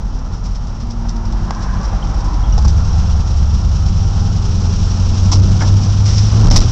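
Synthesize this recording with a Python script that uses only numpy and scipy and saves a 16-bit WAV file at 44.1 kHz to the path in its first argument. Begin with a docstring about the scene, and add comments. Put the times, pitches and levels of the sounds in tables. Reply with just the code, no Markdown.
"""Inside the cab of an old V8 truck that pulls away from idle and gathers speed along a street.
One engine speed drives tones for the exhaust boom and filtered noise for the growl, hiss and road roar.
Loose fittings rattle as bursts of noise, knocks ring panels, and another car goes by with a sinking note.
The truck rides over bumps; the last one jolts the cab with deep swings that overload the small microphone."""
import sys
import numpy as np
from scipy import signal
from scipy.fft import rfft, irfft, next_fast_len
from scipy.io import wavfile
from scipy.ndimage import uniform_filter1d

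SR = 44100
rng = np.random.default_rng(int(sys.argv[2]) if len(sys.argv) > 2 else 0)


def generate_wav(signal):
    """Clip the signal to [-1, 1] and save it as 16-bit WAV at the path in sys.argv[1]."""
    frames = np.transpose(np.atleast_2d(signal))
    scaled = np.clip(frames, -1, 1) * 32767
    pcm = np.round(scaled).astype(np.int16)
    wavfile.write(sys.argv[1], SR, pcm)


N = 295911
TIME = np.arange(N) / SR  # seconds
FIRINGS_PER_CYCLE = 8
PULLING_HZ = 75.6  # firings per second once the engine pulls; the levels that follow its speed start here

# Tone colour of the engine's growl, also used for tyres. Each row: frequency in Hz, level in dB per Hz.
GROWL_SPECTRUM = [(220, -4.5), (262, -0.5), (325, 2.5), (365, -2), (395, -3), (460, -3), (560, -6),
                  (700, -6), (1200, -38)]
# Tone colour of tyres roaring on the road. Each row: frequency in Hz, level in dB per Hz.
ROAR_SPECTRUM = [(400, -11.5), (600, -7), (700, -4), (810, 0.5), (900, -1.5), (1000, -2), (1150, -5),
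                 (1350, -4), (1600, -13.5), (2100, -20), (4000, -26)]
# Tone colour of the engine bay's hiss, also used for tyres. Each row: frequency in Hz, level in dB per Hz.
HISS_SPECTRUM = [(1200, -5), (2000, -17), (2600, -11), (3080, -8), (3500, -9.5), (4600, -8), (5200, -3),
                 (5650, 1.5), (6000, -4.5), (6500, -10.5), (7300, -16), (8200, -24.5), (9000, -39),
                 (15000, -74.5)]


def from_db(db):
    """Turns decibels into a plain factor."""
    return 10 ** (np.asarray(db) / 20)


def rms_one(x):
    """Scales a signal to an rms (average strength) of 1."""
    return x / np.sqrt(np.mean(x ** 2) + 1e-20)


def gain_at(points, hz):
    """Reads a spectrum's gain at hz, in straight lines over log frequency."""
    point_hz, db = np.transpose(points)
    return from_db(np.interp(np.log(hz + 1e-3), np.log(point_hz), db))


def coloured(x, spectrum):
    """Filters a signal to a spectrum that falls away beyond both ends; rms 1."""
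    size = next_fast_len(N)
    hz = np.arange(size // 2 + 1) * SR / size
    low_end = np.minimum(hz / spectrum[0][0], 1) ** 2
    high_end = np.maximum(hz / spectrum[-1][0], 1) ** 4
    gain = gain_at(spectrum, hz) * low_end / high_end
    return rms_one(irfft(rfft(x, size) * gain, size)[:N])


def noise(spectrum):
    """Steady random noise with the given spectrum."""
    return coloured(rng.standard_normal(N), spectrum)


def drift(rate_hz):
    """Smooth random wandering with spread 1; a higher rate wanders faster."""
    step = 20  # drawn at every 20th sample, then joined by straight lines
    r = np.exp(-2 * np.pi * step * rate_hz / SR)
    draws = rng.standard_normal(N // step + 3002)
    slow = signal.lfilter([1], [1, -2 * r, r * r], draws)[3000:]  # skip the filter's start
    return np.interp(np.arange(N) / step, np.arange(len(slow)), rms_one(slow))


def turning(hz):
    """Phase, in radians, of something that turns at hz."""
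    return 2 * np.pi * np.cumsum(hz) / SR


def narrow_noise(phase, width_hz):
    """A tone that follows a phase while its strength and timing wander, like a randomly driven resonance."""
    return (drift(width_hz) * np.cos(phase) + drift(width_hz) * np.sin(phase)) / np.sqrt(2)


def resonance(x, hz, width_hz):
    """Rings a signal at one frequency; white noise keeps its power on the way."""
    r = np.exp(-np.pi * width_hz / SR)
    w = 2 * np.pi * hz / SR
    gain = np.sqrt(2 * (1 - r * r)) * np.sin(w)
    return signal.lfilter([gain], [1, -2 * r * np.cos(w), r * r], x + 1e-18)


def burst(s, rise, decay):
    """Envelope that swells to 1 from time s and dies away; all in seconds."""
    age = np.maximum(TIME - s, 0)
    return np.minimum(age / rise, 1) * np.exp(-np.maximum(age - rise, 0) / decay)


def swell(s, half):
    """Envelope that rises smoothly to 1 at time s and falls again; both in seconds."""
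    return np.exp(-((TIME - s) / half) ** 2 / 2)


def passing_car(rough=.35):
    """Two exhaust harmonics a fifth apart sink by the Doppler shift; the rush of tyres peaks later."""
    speed_m_per_s, pass_s, distance_m = 17, 1.2, 9.12
    sound_m_per_s = 343
    along_m = speed_m_per_s * (TIME - pass_s)
    receding_m_per_s = speed_m_per_s * along_m / np.hypot(along_m, distance_m)
    low_phase = turning(227 / (1 + receding_m_per_s / sound_m_per_s))  # 227 Hz when abreast
    low_gain = from_db(-30.5) * swell(pass_s, 0.35)
    # the upper harmonic comes out once the tailpipe points this way
    high_phase = low_phase * 3 / 2
    high_gain = from_db(-41) * swell(1.45, 0.34)

    note = 0
    for phase, gain in [(low_phase, low_gain), (high_phase, high_gain)]:
        note = note + gain * (np.sin(phase) + rough * narrow_noise(phase, width_hz=9.4))

    tyres = from_db(-34) * noise(ROAR_SPECTRUM)
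    tyres += from_db(-39) * noise(GROWL_SPECTRUM)
    tyres += from_db(-44.5) * noise(HISS_SPECTRUM)
    tyres_s = 2
    tyres_half_s = np.where(TIME < tyres_s, 0.68, 0.5)  # builds more slowly than it fades
    return np.sqrt(2) * note + swell(tyres_s, tyres_half_s) * tyres


def road(cycle, octaves, pulsing=0.11, flutter_db=1.0):
    """Body shake, engine growl pulsing with the firings and road roar grow with speed and swell on bumps."""
    # How the truck's body shakes. Each row: frequency in Hz, level in dB per Hz.
    shake_spectrum = [(10, -10), (18, -1), (33, -1.5), (52, -2), (64, 0), (90, -11), (125, -11.5),
                      (185, -11.5), (225, -15), (262, -28.5), (400, -40)]
    # Bumps in the road. Each row: middle in seconds, half length in seconds,
    # body shake in dB, growl in dB, road roar in dB.
    bumps = [(2.797, 0.51, -26, -49, -40), (5.516, 0.31, -14, -36.5, -40), (6.41, 0.12, -15.5, -33, -39),
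             (6.532, 0.091, -7.5, -27, -27.5)]
    # dB at pulling speed, plus dB for each doubling of engine speed
    shake = from_db(-21.5 + 4 * octaves)
    growl = from_db(-38 + 6 * octaves)
    roar = from_db(-38 + 2.9 * octaves)
    for s, half, shake_db, growl_db, roar_db in bumps:
        bump = swell(s, half)
        shake = np.hypot(shake, from_db(shake_db) * bump)  # hypot adds the powers
        growl = np.hypot(growl, from_db(growl_db) * bump)
        roar = np.hypot(roar, from_db(roar_db) * bump)
    firing = np.cos(FIRINGS_PER_CYCLE * cycle)
    growl = growl * (1 + pulsing * firing) * noise(GROWL_SPECTRUM)
    roar = roar * from_db(flutter_db * drift(11)) * noise(ROAR_SPECTRUM)
    return growl + roar + shake * noise(shake_spectrum)


def ticks():
    """Envelope of faint rattles: touches at random moments, each dying away."""
    touches_per_s, level_db, decay_s = 5, -36, 0.0084
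    touches = rng.random(N) < touches_per_s / SR
    return from_db(level_db) * signal.lfilter([1], [1, -np.exp(-1 / (decay_s * SR))], touches + 1e-18)


def struck_panel(blow, main_hz):
    """A blow of tiny contacts sets off several broad rings of a panel at once."""
    # How a panel rings. Each row: multiple of its main ring, width in Hz, level in dB.
    panel_rings = [(.38, 149, -13.5), (.7, 201, -24.5), (.98, 170, 1.5), (1.17, 158, 2.5),
                   (1.45, 300, -1.5), (2.2, 560, -8.5), (3.9, 598.7, -29)]
    rings = [from_db(db) * resonance(blow, ratio * main_hz, width) for ratio, width, db in panel_rings]
    return sum(rings)


def fittings(grain_db=2.5, rattle_rise=0.008, squeak_rise=.003, squeak_width_hz=110, soft_hz=5000):
    """Loose metal chatters in tiny contacts; knocks ring panels, the cab drums and trim squeaks."""
    # Buzzes of loose fittings. Each row: start in seconds, level in dB, decay time in seconds.
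    rattles = [(0.183, -40.5, 0.011), (0.33, -41.5, 0.049), (.435, -39, 0.037), (0.543, -40, 0.022),
               (0.796, -39, 0.04), (0.902, -34, 0.013), (1.084, -31.5, 0.017), (1.157, -38, 0.011),
               (1.619, -31.5, 0.015), (1.847, -38.5, 0.011), (2.581, -39.5, 0.0064), (2.644, -29.5, 0.0099),
               (2.675, -27, 0.017), (5.666, -30.5, .015), (5.824, -30, 0.031), (6.05, -27, 0.23),
               (6.174, -23.5, 0.014)]
    # Knocks in the cab. Each row: start in seconds, main ring in Hz, ring level in dB,
    # metallic clatter in dB, rise in seconds, decay time in seconds.
    knocks = [(1.049, 724, -35, -65, .001, .008), (1.507, 930, -21.5, -22.5, .0006, 0.0027),
              (1.92, 600, -36, -71, 0.0072, 0.023), (2.578, 740, -30, -26, 0.0019, 0.01),
              (2.644, 930, -34, -40, 0.0054, .028), (5.313, 865, -30, -14.5, 0.012, 0.024),
              (5.606, 1400, -27.5, -37, 0.0026, 0.011), (5.614, 810, -29, -27.5, 0.0058, 0.029),
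              (6.502, 664, -30, -16, 0.005, 0.031), (6.559, 880, -32, -8.5, .0027, 0.014),
              (6.595, 606, -36, -25, 0.011, .026)]
    # The cab drums after the bump. Each row: start in seconds, frequency in Hz, level in dB,
    # decay time in seconds.
    drumming = [(5.319, 307.7, -21.5, 0.14), (5.35, 181.7, -15, 0.061)]
    # Squeaks of trim. Each row: start in seconds, middle frequency in Hz, level in dB,
    # decay time in seconds.
    squeak_rows = [(2.025, 3100, -29, 0.0025), (2.435, 3320, -43, 0.028), (2.523, 5670, -26.5, .005),
                   (2.523, 2830, -41.5, 0.017)]
    # Bright sound of metal chattering. Each row: frequency in Hz, level in dB per Hz.
    clatter_spectrum = [(900, -39), (2000, -10.5), (2800, -15.5), (3600, -9.5), (4400, -8.5), (5400, 2),
                        (5900, 0), (6500, -12.5), (7300, -14.5), (8200, -27), (9000, -32.5), (15000, -65.5)]

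    contacts = rms_one(rng.standard_normal(N) * from_db(grain_db * drift(570)))
    chatter = ticks()
    for s, db, decay in rattles:
        chatter = chatter + from_db(db) * burst(s, rattle_rise, decay)

    panels = 0
    for s, hz, ring_db, clatter_db, rise, decay in knocks:
        blow = burst(s, rise, decay)
        chatter = chatter + from_db(clatter_db) * blow
        panels = panels + from_db(ring_db) * struck_panel(blow * contacts, hz)
    # blunt contacts put little treble into a panel
    panels = signal.sosfilt(signal.butter(4, soft_hz, fs=SR, output="sos"), panels)

    drum = 0
    for s, hz, db, decay in drumming:
        tone = narrow_noise(2 * np.pi * hz * TIME, width_hz=22)
        drum = drum + from_db(db) * burst(s, rattle_rise, decay) * tone

    squeaks = 0
    for s, hz, db, decay in squeak_rows:
        wandering_hz = hz + squeak_width_hz * drift(185)
        squeaks = squeaks + from_db(db) * burst(s, squeak_rise, decay) * np.sin(turning(wandering_hz))
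    return chatter * coloured(contacts, clatter_spectrum) + panels + drum + np.sqrt(2) * squeaks


def singing(firing_hz):
    """Narrow resonances: cab panels ring near their critical engine speeds; a few bands swell briefly."""
    # Brief bands that swell and fade: narrow whines, and broader rushes as the other car's tyres draw near.
    # Each row: middle in seconds, frequency in Hz, width in Hz, level in dB, # half length in seconds.
    brief_bands = [(1.66, 1614, 330, -38.5, .18), (1.66, 1030, 38, -31.5, 0.14), (1.903, 1150, 37, -35.5, 0.12),
                   (2.316, 1000, 150, -29, .075), (1.25, 920, 140, -40, 0.25)]
    # Panels that sing at their own engine speed. Each row: frequency in Hz, width in Hz, level in dB,
    # engine speed in firings per second.
    cab_rings = [(251, 9.1, -39, 45), (148, 7.8, -28.5, 49.5), (246, 5.1, -41, 50.5), (555, 90, -42.5, 50),
                 (797, 54, -41.5, 51), (297, 17, -33.5, 55), (1342, 72, -44.5, 75), (790, 50, -39.5, 80.5),
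                 (400, 14, -39.5, 86.5), (206, 40, -26, 88.5)]
    reach_octaves = 0.055  # how far from that speed a panel still sings

    out = 0
    for s, hz, width, db, half in brief_bands:
        out = out + from_db(db) * swell(s, half) * narrow_noise(2 * np.pi * hz * TIME, width / 2)
    for hz, width, db, critical_hz in cab_rings:
        away = np.log2(firing_hz / critical_hz) / reach_octaves
        nearness = 1 / np.hypot(1, away ** 2)
        out = out + from_db(db) * nearness * narrow_noise(2 * np.pi * hz * TIME, width / 2)
    return out


def jolt():
    """The whole cab heaves: deep, slow swings that rise quickly and die away."""
    # Heaves of the cab. Each row: top in seconds, frequency in Hz, peak in dB,
    # rise in seconds, decay time in seconds.
    heaves = [(6.496, 36.9, 5.5, 0.042, 0.026), (6.579, 29.6, 0.5, 0.014, 0.046)]
    out = 0
    for s, hz, db, rise, decay in heaves:
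        swing = np.cos(2 * np.pi * hz * (TIME - s))
        out = out + from_db(db) * burst(s - rise, rise, decay) * swing
    return out


def engine_bay(cycle, octaves, tick_depth=0.1, flutter_db=1.15):
    """Hiss that throbs with the valve gear, on the first three multiples of the engine cycle."""
    throb = sum(np.cos(order * cycle + rng.uniform(0, 2 * np.pi)) for order in range(1, 4))
    hiss_db = -37 + 12 * octaves  # 12 dB for each doubling of engine speed
    return from_db(hiss_db + flutter_db * drift(27)) * (1 + tick_depth * throb) * noise(HISS_SPECTRUM)


def lope_level(firing_hz):
    """How hard the unequal cylinders beat, in dB: more at speed, more when speeding up."""
    idle_hz, idle_db, pulling_db = 47.5, -10, -3
    db_per_hz_per_s = 0.0889
    pulling = np.clip((firing_hz - idle_hz) / (PULLING_HZ - idle_hz), 0, 1)
    gaining = uniform_filter1d(np.gradient(firing_hz) * SR, size=SR // 4)  # smoothed over 0.25 s
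    return idle_db + (pulling_db - idle_db) * pulling + db_per_hz_per_s * gaining


def exhaust(cycle, firing_hz, waver_db=2.4):
    """A firing note with overtones; unequal cylinders add multiples of the cycle that boom in the cab."""
    # Boom of the cab. Each row: frequency in Hz, gain in dB.
    cab_boom = [(12, -12), (19, -1), (26, -8), (45, 3), (61, -12.5), (74, -11), (84, -2), (97, 3),
                (108, -1), (122, -11), (152, -4), (192, -8), (235, -16.5), (262, -36)]
    # The firing note booms where it meets a resonance of pipe and cab. Each row: frequency in Hz, gain in dB.
    note_boom = [(44, -23.5), (49, -18.5), (56, -15), (72, -15), (85, -19), (93, -12.5), (103, -10.5),
                 (112, -14.5)]
    # Overtones of the firing note. Each row: multiple of the note, level in dB before load and cab boom.
    overtones = [(2, -17), (3, -11), (4, -12)]
    # Multiples 1, 2, 3.. 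of the eight-firing cycle, the eighth left to the firing note.
    # Each entry: strength in dB before cab boom and lope level.
    cycle_orders = [-35, -19, -23.5, -21, -18, -13, -28.5, -73.5, -35, -19, -24, -28.5, -26.5, -36.5, -22.5,
                    -37.5, -24, -36.5, -22.5, -39, -30, -42, -34, -27, -31, -36]

    firing = FIRINGS_PER_CYCLE * cycle
    note = np.sin(firing)
    load_db = 3.5 * swell(1.67, 0.25)  # the slipping clutch's load brightens the note
    for multiple, db in overtones:
        gain = from_db(db + load_db * (multiple - 1.5)) * gain_at(cab_boom, multiple * firing_hz)
        note += gain * np.sin(multiple * firing + rng.uniform(0, 2 * np.pi))

    lope = 0
    for order, db in enumerate(cycle_orders, 1):
        phase = order * cycle + rng.uniform(0, 2 * np.pi)
        boom = gain_at(cab_boom, order * firing_hz / FIRINGS_PER_CYCLE)
        lope += from_db(db) * boom * (np.sin(phase) + .2 * narrow_noise(phase, 4))

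    lug_db = 7.5 * swell(1.18, 0.12)  # the engine lugs as the clutch bites
    note_gain = gain_at(note_boom, firing_hz) * from_db(lug_db + waver_db * drift(7.4))
    return np.sqrt(2) * (note_gain * note + from_db(lope_level(firing_hz)) * lope)


def scene():
    """One engine speed drives exhaust, hiss, road sounds and singing panels; the other sounds join in."""
    # Engine speed over time. Each row: time in seconds, firings per second.
    engine_speed = [(0, 45.2), (1.2, 41.5), (1.42, 47.8), (1.7, 46.2), (1.88, 50), (2.2, 50.8), (2.43, 55),
                    (2.75, 73), (2.98, 76.5), (3.43, 70), (4.1, 80.4), (4.5, 85.6), (5.1, 91.4),
                    (5.5, 96.2), (5.95, 99.5), (6.3, 104.3), (6.5, 110), (6.71, 113.1)]
    s, speed = np.transpose(engine_speed)
    firing_hz = np.interp(TIME, s, speed)
    octaves = np.log2(firing_hz / PULLING_HZ)
    cycle = turning(firing_hz / FIRINGS_PER_CYCLE)
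    truck = road(cycle, octaves) + engine_bay(cycle, octaves) + exhaust(cycle, firing_hz)
    return (passing_car() + fittings() + singing(firing_hz) + jolt() + truck)[None]


def record(dry, top_db=-12):
    """The microphone flattens the biggest swings, choking the hiss meanwhile, and dulls the treble."""
    overload, cutoff_hz = .72, 16500
    flattened = dry / (1 + (dry / overload) ** 16) ** (1 / 16)
    size = next_fast_len(N + 2000)
    hz = np.arange(size // 2 + 1) * SR / size
    treble = gain_at([(8000, 0), (9200, top_db)], hz)
    dulled = irfft(rfft(flattened, size) * treble, size)[:, :N]
    # little passes above the cutoff
    return signal.sosfilt(signal.cheby2(12, 70, cutoff_hz, fs=SR, output="sos"), dulled)


dry = scene()
out = record(dry)
generate_wav(out)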